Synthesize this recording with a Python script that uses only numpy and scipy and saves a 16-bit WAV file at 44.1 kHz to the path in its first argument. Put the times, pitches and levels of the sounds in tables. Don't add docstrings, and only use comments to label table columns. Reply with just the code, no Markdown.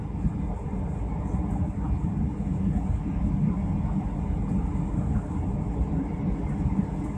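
import sys
import numpy as np
from scipy import signal
from scipy.fft import rfft, irfft, next_fast_len
from scipy.io import wavfile
from scipy.ndimage import uniform_filter1d, map_coordinates

SR = 44100
rng = np.random.default_rng(int(sys.argv[2]) if len(sys.argv) > 2 else 0)


def to_wav(s):
    ch = np.atleast_2d(s).T
    pcm = np.round(np.clip(ch, -1, 1) * 32767)
    wavfile.write(sys.argv[1], SR, pcm.astype(np.int16))


N = 316197


def amp(db):
    return 10 ** (np.asarray(db) / 20)


def unit(x):
    return x / np.sqrt(np.mean(x ** 2) + 1e-20)


def curve(rows):
    return np.interp(np.arange(N) / SR, *np.transpose(rows))


def swell(middle_s, half_s):
    u = np.linspace(-4, 4, 161)
    return np.interp(np.arange(N) / SR, middle_s + half_s * u, np.exp(-u ** 2))


def wobble(rate):
    grid = np.arange(0, N + 16, 16)
    spline = map_coordinates(rng.standard_normal(8192), [grid * rate / SR], mode="wrap")
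    return np.interp(np.arange(N), grid, spline)


def filtered(x, response):
    size = next_fast_len(len(x) + SR // 4, real=True)
    return irfft(rfft(x, size) * response(np.fft.rfftfreq(size, 1 / SR)), size)[:len(x)]


def tint(x, spectrum):
    points_hz, db = np.transpose(spectrum)
    return unit(filtered(x, lambda hz: amp(np.interp(np.log(hz + 1), np.log(points_hz), db))))


def resonant(modes):
    def power(hz):
        return sum(amp(db) ** 2 / (1 + ((hz - centre) / width) ** 2) ** 3 for centre, width, db in modes)
    return unit(filtered(rng.standard_normal(N), lambda hz: np.sqrt(power(hz))))


def steadied(x, seconds):
    power = np.abs(uniform_filter1d(x ** 2, int(seconds * SR)))
    return unit(x / np.sqrt(power + 1e-9))


def patchy(x, depth_db):
    spectra = signal.stft(x, nperseg=1024)[2]
    field = uniform_filter1d(rng.standard_normal(spectra.shape), size=5, axis=0)
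    field = uniform_filter1d(field, size=5, axis=1)
    return unit(signal.istft(spectra * amp(depth_db * unit(field)), nperseg=1024)[1][:N])


def singing(hz, width_hz):
    phase = 2 * np.pi * hz * np.arange(N) / SR
    return wobble(width_hz) * np.sin(phase) + wobble(width_hz) * np.cos(phase)


def grains(per_s, spread_db):
    impulses = (rng.random(N) < per_s / SR) * np.sign(rng.standard_normal(N))
    return impulses * amp(spread_db * rng.standard_normal(N))


def rumble():
    # (frequency [Hz], width [Hz], relative level [dB])
    hull_modes = [(52, 13, -3), (70.6, 26.5, -7.5), (102, 36.5, -11)]
    # (frequency [Hz], width [Hz], relative level [dB])
    air_modes = [(150.8, 22.8, -2), (186.4, 37, 0), (196.6, 18, -4)]
    # (frequency [Hz], width [Hz], relative level [dB])
    boom_modes = [(264, 34, -7), (287.2, 35.6, 1.5), (314, 53, -5.5)]
    # (time [s], hull level [dB], drone level [dB], boom level [dB])
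    levels = [(0, -34, -34, -42), (.8, -30, -33, -44), (1.4, -30, -32, -37), (2.05, -32.5, -30.5, -39),
              (2.7, -30.5, -30, -39), (3.55, -31, -31, -41), (4.35, -30.5, -32, -40),
              (5.45, -30.5, -31, -37), (6.0, -34, -33, -38), (6.7, -34, -31.5, -38.5),
              (7.17, -33, -33.5, -36.5)]
    # (time [s], half length [s], hull gain [dB], drone gain [dB])
    rumble_swells = [(0.096, 0.021, -2, -10), (0.26, 0.018, 9, 19), (0.388, 0.034, -2, 5.5),
                     (0.592, 0.035, -4, -19), (0.703, .04, -2.5, 1), (1.045, 0.031, 3, -12),
                     (1.226, 0.013, 2.5, -6.5), (1.306, .02, -2.5, -13), (1.359, .022, 5, 5.5),
                     (1.476, 0.019, -6, -5), (1.59, 0.062, 3.5, 3.5), (1.739, 0.019, -6, -10),
                     (1.933, .03, 10, -7), (2.053, 0.022, 7, 3.5), (2.215, .025, 4, 1.5),
                     (2.26, 0.025, 5.5, 0), (2.358, .035, -5.5, -7), (2.652, 0.024, 1, 1),
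                     (2.695, 0.021, 2, 6.5), (2.769, 0.024, 5.5, 2.5), (2.924, .03, 8, -11),
                     (3.016, 0.062, -2.5, -5.5), (3.133, 0.017, -1, 8), (3.258, 0.023, 7, 6),
                     (3.345, 0.017, 2, 5.5), (3.459, 0.058, -4, 7), (3.568, .035, -5.5, 0),
                     (3.691, 0.026, -1.5, 3.5), (3.761, .03, -0.5, 5.5), (3.89, 0.04, 5, -1.5),
                     (3.989, .03, -10.5, 7.5), (4.305, 0.038, 4.5, -3), (4.428, 0.023, 3, 4.5),
                     (4.521, 0.028, 1, 10), (4.569, 0.025, 5, 4.5), (4.66, .035, 5.5, 0),
                     (4.809, 0.016, -9, 7.5), (4.983, .04, 3, 3.5), (5.168, 0.034, 5.5, 3),
                     (5.228, 0.036, -6.5, -9), (5.411, .04, 3, -9), (5.81, 0.038, 12.5, -0.5),
                     (5.959, 0.031, 4.5, 8.5), (6.02, .03, -5, -1), (6.258, 0.046, 1, 10.5),
                     (6.317, 0.027, 8.5, -5), (6.454, 0.028, 9, -4), (6.603, 0.036, 2, 4.5),
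                     (6.679, 0.049, 8.5, 0), (6.796, 0.015, -9, 12)]
    hull_db, drone_db, boom_db = (curve(np.array(levels)[:, [0, k]]) for k in range(1, 4))
    hull_lift = sum(db * swell(s, half) for s, half, db, _ in rumble_swells)
    air_lift = sum(db * swell(s, half) for s, half, _, db in rumble_swells)
    hull = amp(hull_db + hull_lift + 1.5 * wobble(13)) * steadied(resonant(hull_modes), seconds=.08)
    drone = amp(drone_db + air_lift + 1.9 * wobble(17)) * steadied(resonant(air_modes), seconds=.06)
    boom = amp(boom_db + .3 * air_lift + 2.4 * wobble(13)) * steadied(resonant(boom_modes), seconds=.2)
    return hull + drone + boom


def panel_roar():
    # (frequency [Hz], width [Hz], relative level [dB])
    wall_modes = [(400.4, 44, 4), (475.2, 34, -2.5), (548, 35, -10)]
    # (time [s], level [dB])
    wall_levels = [(0, -46), (.38, -48), (.52, -43), (1.1, -42), (1.75, -47), (2.2, -45.5), (2.36, -43.5),
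                   (2.5, -47), (2.68, -43), (3.05, -49), (3.38, -48), (3.48, -43.5), (3.9, -48.5),
                   (4.5, -44), (5.0, -46), (5.15, -44), (6.05, -41), (6.4, -42.5), (7.17, -45)]
    # (frequency [Hz], width [Hz], relative level [dB])
    window_modes = [(597.3, 47, -3), (722.5, 49, -3), (808, 68, -3.5), (890, 42, -3), (984, 121, -8)]
    # (time [s], level [dB])
    window_levels = [(0, -48.5), (.42, -49), (.51, -43.5), (.62, -48), (.85, -45.5), (1.05, -46.5),
                     (1.15, -44.5), (1.57, -43.5), (1.78, -49), (1.92, -47), (2.4, -48), (2.7, -50),
                     (2.82, -45), (3.08, -49), (3.22, -45), (3.42, -49.5), (3.6, -45), (4.2, -46),
                     (4.42, -46.5), (4.7, -45.5), (5.6, -45), (6.2, -45.5), (7.17, -46)]
    # (time [s], frequency [Hz], level [dB])
    rings = [(.53, 735, -47), (.68, 790, -43.5), (1.14, 860, -43.5), (1.35, 754, -50), (1.43, 711, -50),
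             (1.5, 830, -50), (1.57, 807, -48), (1.64, 592, -44.5), (2.80, 730, -46), (2.86, 790, -50),
             (3.14, 1615, -58), (3.54, 1012, -45), (3.88, 894, -43), (4.01, 743, -45), (4.18, 721, -42.5),
             (6.70, 894, -44), (6.89, 900, -44)]
    walls = amp(curve(wall_levels) + 1.7 * wobble(20)) * steadied(resonant(wall_modes), seconds=.11)
    window_gain = amp(curve(window_levels) + .84 * wobble(44))
    windows = window_gain * steadied(patchy(resonant(window_modes), depth_db=2.2), seconds=.09)
    ringing = sum(amp(db) * swell(s, half_s=.03) * singing(hz, width_hz=55) for s, hz, db in rings)
    return walls + windows + ringing


def wall_reflections(x):
    # (frequency [Hz], width [Hz], gain at the centre [dB])
    nulls = [(235.4, 9.3, -6), (372.2, 37.2, -19.5)]
    def response(hz):
        notches = [np.hypot(hz - centre, width * amp(db)) / np.hypot(hz - centre, width)
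                   for centre, width, db in nulls]
        return np.prod(notches, axis=0)
    return filtered(x, response)


def air_rush():
    # (frequency [Hz], relative spectral level [dB])
    spectrum = [(400, -25), (900, -20), (1130, 4), (1420, 1.5), (1550, -1.5), (1750, 0.5), (1930, -6),
                (2380, -5.5), (2520, -11), (2620, -7.5), (2760, -8.5), (3100, -15.5), (3450, -14),
                (3580, -17), (3870, -18.5), (4200, -22.5), (4950, -22.5), (5250, -19.5), (5800, -22),
                (14000, -44.5)]
    # (time [s], gain [dB])
    treble_lift = [(0, 0), (2.2, 0), (2.7, 2.5), (4.3, 1.7), (5.4, 0.5), (6.3, 3), (7.17, 3.5)]
    treble_from_hz, start_db, growth_db_per_s = 1940, -58, .08
    air = tint(rng.standard_normal(N), spectrum)
    treble = filtered(air, lambda hz: 1 - 1 / (1 + (hz / treble_from_hz) ** 16))
    body = air - treble
    low_eddies = body.std() * patchy(body, depth_db=3.0)
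    high_eddies = amp(curve(treble_lift)) * treble.std() * patchy(treble, depth_db=2.5)
    level_db = start_db + growth_db_per_s * np.arange(N) / SR + .25 * wobble(46)
    return amp(level_db) * (low_eddies + high_eddies)


def vents():
    # (frequency [Hz], width [Hz], relative level [dB])
    modes = [(2054, 140, 5.5), (2200, 61, 7)]
    # (time [s], level [dB])
    levels = [(0, -69), (1.3, -64), (2.5, -67), (3.5, -64), (4.5, -63.5), (5.2, -67), (5.8, -66),
              (6.1, -59.5), (7.17, -65)]
    # (time [s], half length [s], frequency [Hz], level [dB])
    flurries = [(0.457, 0.069, 2030, -60.5), (0.722, .05, 2100, -63), (1.13, 0.032, 2196, -57),
                (1.236, .025, 1873, -57), (1.347, 0.032, 1930, -61), (2.87, 0.026, 2229, -57),
                (3.49, .04, 2170, -59), (3.615, 0.034, 2207, -58.5), (4.782, .04, 2055, -61),
                (5.418, 0.02, 2210, -57), (6.06, .04, 2120, -62), (6.18, 0.046, 2160, -58),
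                (6.48, 0.033, 2089, -54.5), (6.52, .025, 1873, -60), (6.72, .035, 2090, -59),
                (7.044, 0.023, 2060, -53.5), (7.106, 0.016, 2078, -50)]
    hiss = amp(curve(levels) + 2.0 * wobble(40)) * steadied(resonant(modes), seconds=.1)
    whistles = sum(amp(db) * swell(s, half) * singing(hz, width_hz=90) for s, half, hz, db in flurries)
    return hiss + whistles


def turbine_whine():
    # (time [s], level [dB])
    levels = [(0, -64), (.8, -63.5), (1.6, -65), (2.45, -64), (2.7, -66), (3.15, -61.5), (3.55, -64),
              (3.85, -61.5), (4.8, -61.5), (5.4, -67), (5.9, -65.5), (6.15, -69.5), (6.35, -64),
              (7.17, -70)]
    # (harmonic number, relative level [dB])
    harmonics = [(1, -5.5), (2, -8), (3, -21.5), (4, -34)]
    start_hz, spool_hz_per_s = 1207.9, .15
    hz = start_hz + spool_hz_per_s * np.arange(N) / SR + .3 * wobble(9)
    phase = 2 * np.pi * np.cumsum(hz) / SR
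    tones = sum(amp(db + 2.9 * wobble(13)) * np.sin(round(k) * phase) for k, db in harmonics)
    return np.sqrt(2) * amp(curve(levels)) * tones


def cloth_rustle():
    # (frequency [Hz], relative spectral level [dB])
    hiss_spectrum = [(3000, -34.5), (5600, -20.5), (6650, -6), (6950, -7), (7350, 0), (8250, -2.5),
                     (8600, -7.5), (8900, -7), (9300, -12), (10000, -17.5), (10400, -17), (11000, -23),
                     (14000, -32)]
    # (frequency [Hz], relative spectral level [dB])
    snap_spectrum = [(3000, -34), (6300, -18.5), (7400, 3.5), (8400, -2), (9500, -12), (11000, -21.5),
                     (14000, -24.5)]
    # (start time [s], end time [s], level [dB])
    rubs = [(0.202, .32, -70.5), (.41, 0.458, -72.5), (0.566, 0.622, -69), (0.76, 0.793, -70.5),
            (.9, 1.01, -68), (1.274, 1.364, -65.5), (1.513, 1.583, -67.5), (1.68, 1.76, -71.5),
            (1.81, 1.84, -75), (1.95, 2.094, -71), (2.327, 2.42, -70), (2.47, 2.67, -70.5),
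            (2.73, 2.962, -68), (3.07, 3.103, -76), (3.23, 3.263, -68), (3.36, 3.42, -73.5),
            (3.543, 3.795, -76), (3.928, 4.095, -72.5), (4.15, 4.38, -72.5), (4.51, 4.57, -66),
            (4.632, 4.73, -69.5), (4.773, 4.82, -66), (4.87, 4.94, -67), (4.984, 5.102, -65.5),
            (5.144, 5.205, -67), (5.243, 5.4, -65), (5.46, 5.52, -72.5), (5.62, 5.66, -69.5),
            (5.73, 5.85, -70), (5.96, 6.15, -82), (6.34, 6.39, -71.5), (6.49, 6.647, -67.5),
            (6.776, 6.87, -69.5), (6.92, 7.17, -67)]
    # (time [s], half length [s], gain [dB])
    dips = [(0.115, 0.055, -4.5), (3.483, 0.027, -3), (6.247, 0.04, -7)]
    attack_s, release_s, rest_db, snap_over_hiss_db = .03, .04, -71, -8
    t = np.arange(N) / SR
    hold = lambda s, end: np.interp(t, [s - attack_s, s, end, end + release_s], [0, 1, 1, 0])
    power = amp(rest_db) ** 2 + sum(amp(db) ** 2 * hold(s, end) for s, end, db in rubs)
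    flutter = amp(.6 * wobble(260) + 1.1 * wobble(45))
    hiss = patchy(tint(rng.standard_normal(N), hiss_spectrum), depth_db=1.3)
    snaps = amp(snap_over_hiss_db) * tint(grains(per_s=420, spread_db=4.5), snap_spectrum)
    dip_db = sum(db * swell(s, half) for s, half, db in dips)
    return np.sqrt(power) * amp(dip_db) * unit(flutter * (hiss + snaps))


def scuffs():
    # (time [s], half length [s], frequency [Hz], width [Hz], level [dB])
    swells = [(.25, .04, 4740, 900, -74), (1.303, 0.042, 6300, 620, -68), (1.96, 0.023, 3800, 1500, -70),
              (3.153, 0.065, 2430, 470, -61), (4.495, .011, 4900, 800, -67),
              (5.007, 0.087, 1230, 310, -53.5), (5.996, 0.051, 268, 9.5, -29.5)]
    return sum(amp(db) * swell(s, half) * resonant([(hz, width, 0)]) for s, half, hz, width, db in swells)


def ticks():
    # (time [s], body level [dB], 60 dB decay time [s], crackle level [dB])
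    catches = [(.59, -70, 0.17, -88), (1.51, -60, .18, -71.5), (2.41, -68.5, .26, -88),
               (2.763, -67, .15, -70.5), (2.803, -79, .1, -81), (4.493, -62.5, .15, -93),
               (6.495, -62, .09, -89), (6.948, -66.5, 0.15, -78), (6.997, -69, .091, -83),
               (7.043, -57.5, .22, -79)]
    # (frequency [Hz], relative spectral level [dB])
    spectrum = [(3500, -30), (5500, -16), (7900, 5), (10000, -8), (14000, -23.5)]
    rise_s, crackle_hz, crackle_width_hz = .005, 13200, 3000
    t = np.arange(N) / SR
    decay = lambda s, t60: amp(-60 * np.minimum(np.abs(t - s) / t60, 2))
    envelopes = np.array([np.where(t < s, swell(s, rise_s), decay(s, t60)) for s, _, t60, _ in catches])
    _, body_db, _, crackle_db = np.transpose(catches)
    body = patchy(tint(grains(per_s=2500, spread_db=1.5), spectrum), depth_db=2.0)
    crackle = unit(amp(6 * wobble(900)) * resonant([(crackle_hz, crackle_width_hz, 0)]))
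    return (amp(body_db) @ envelopes) * body + (amp(crackle_db) @ envelopes) * crackle


def trim_knocks():
    # (time [s], 60 dB decay time [s], frequency [Hz], width [Hz], level [dB])
    bumps = [(1.824, 0.083, 920, 280, -45), (1.845, 0.21, 950, 270, -39.5), (3.168, 0.15, 860, 320, -47),
             (3.529, 0.2, 1000, 170, -48), (3.884, 0.23, 1030, 230, -41.5), (4.481, 0.16, 1080, 200, -47),
             (4.585, 0.35, 1200, 300, -51), (5.151, 0.39, 1350, 260, -46.5), (6.68, 0.34, 900, 298, -52),
             (7.063, .2, 1060, 259, -50)]
    attack_s = .005
    t = np.arange(N) / SR
    rise = lambda s: np.clip((t - s) / attack_s + 1, 0, 1)
    decay = lambda s, t60: amp(-60 * np.clip((t - s) / t60, 0, 2))
    return sum(amp(db) * rise(s) * decay(s, t60) * resonant([(hz, width, 0)])
               for s, t60, hz, width, db in bumps)


def scene():
    cabin = wall_reflections(rumble() + panel_roar()) + air_rush() + vents() + turbine_whine()
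    return (cabin + cloth_rustle() + ticks() + scuffs() + trim_knocks())[None]


def record(dry):
    low_cut_hz, top_hz = 39, 14250
    return filtered(dry[0], lambda hz: (hz < top_hz) / np.sqrt(1 + (low_cut_hz / (hz + 1)) ** 10))[None]


dry = scene()
out = record(dry)
to_wav(out)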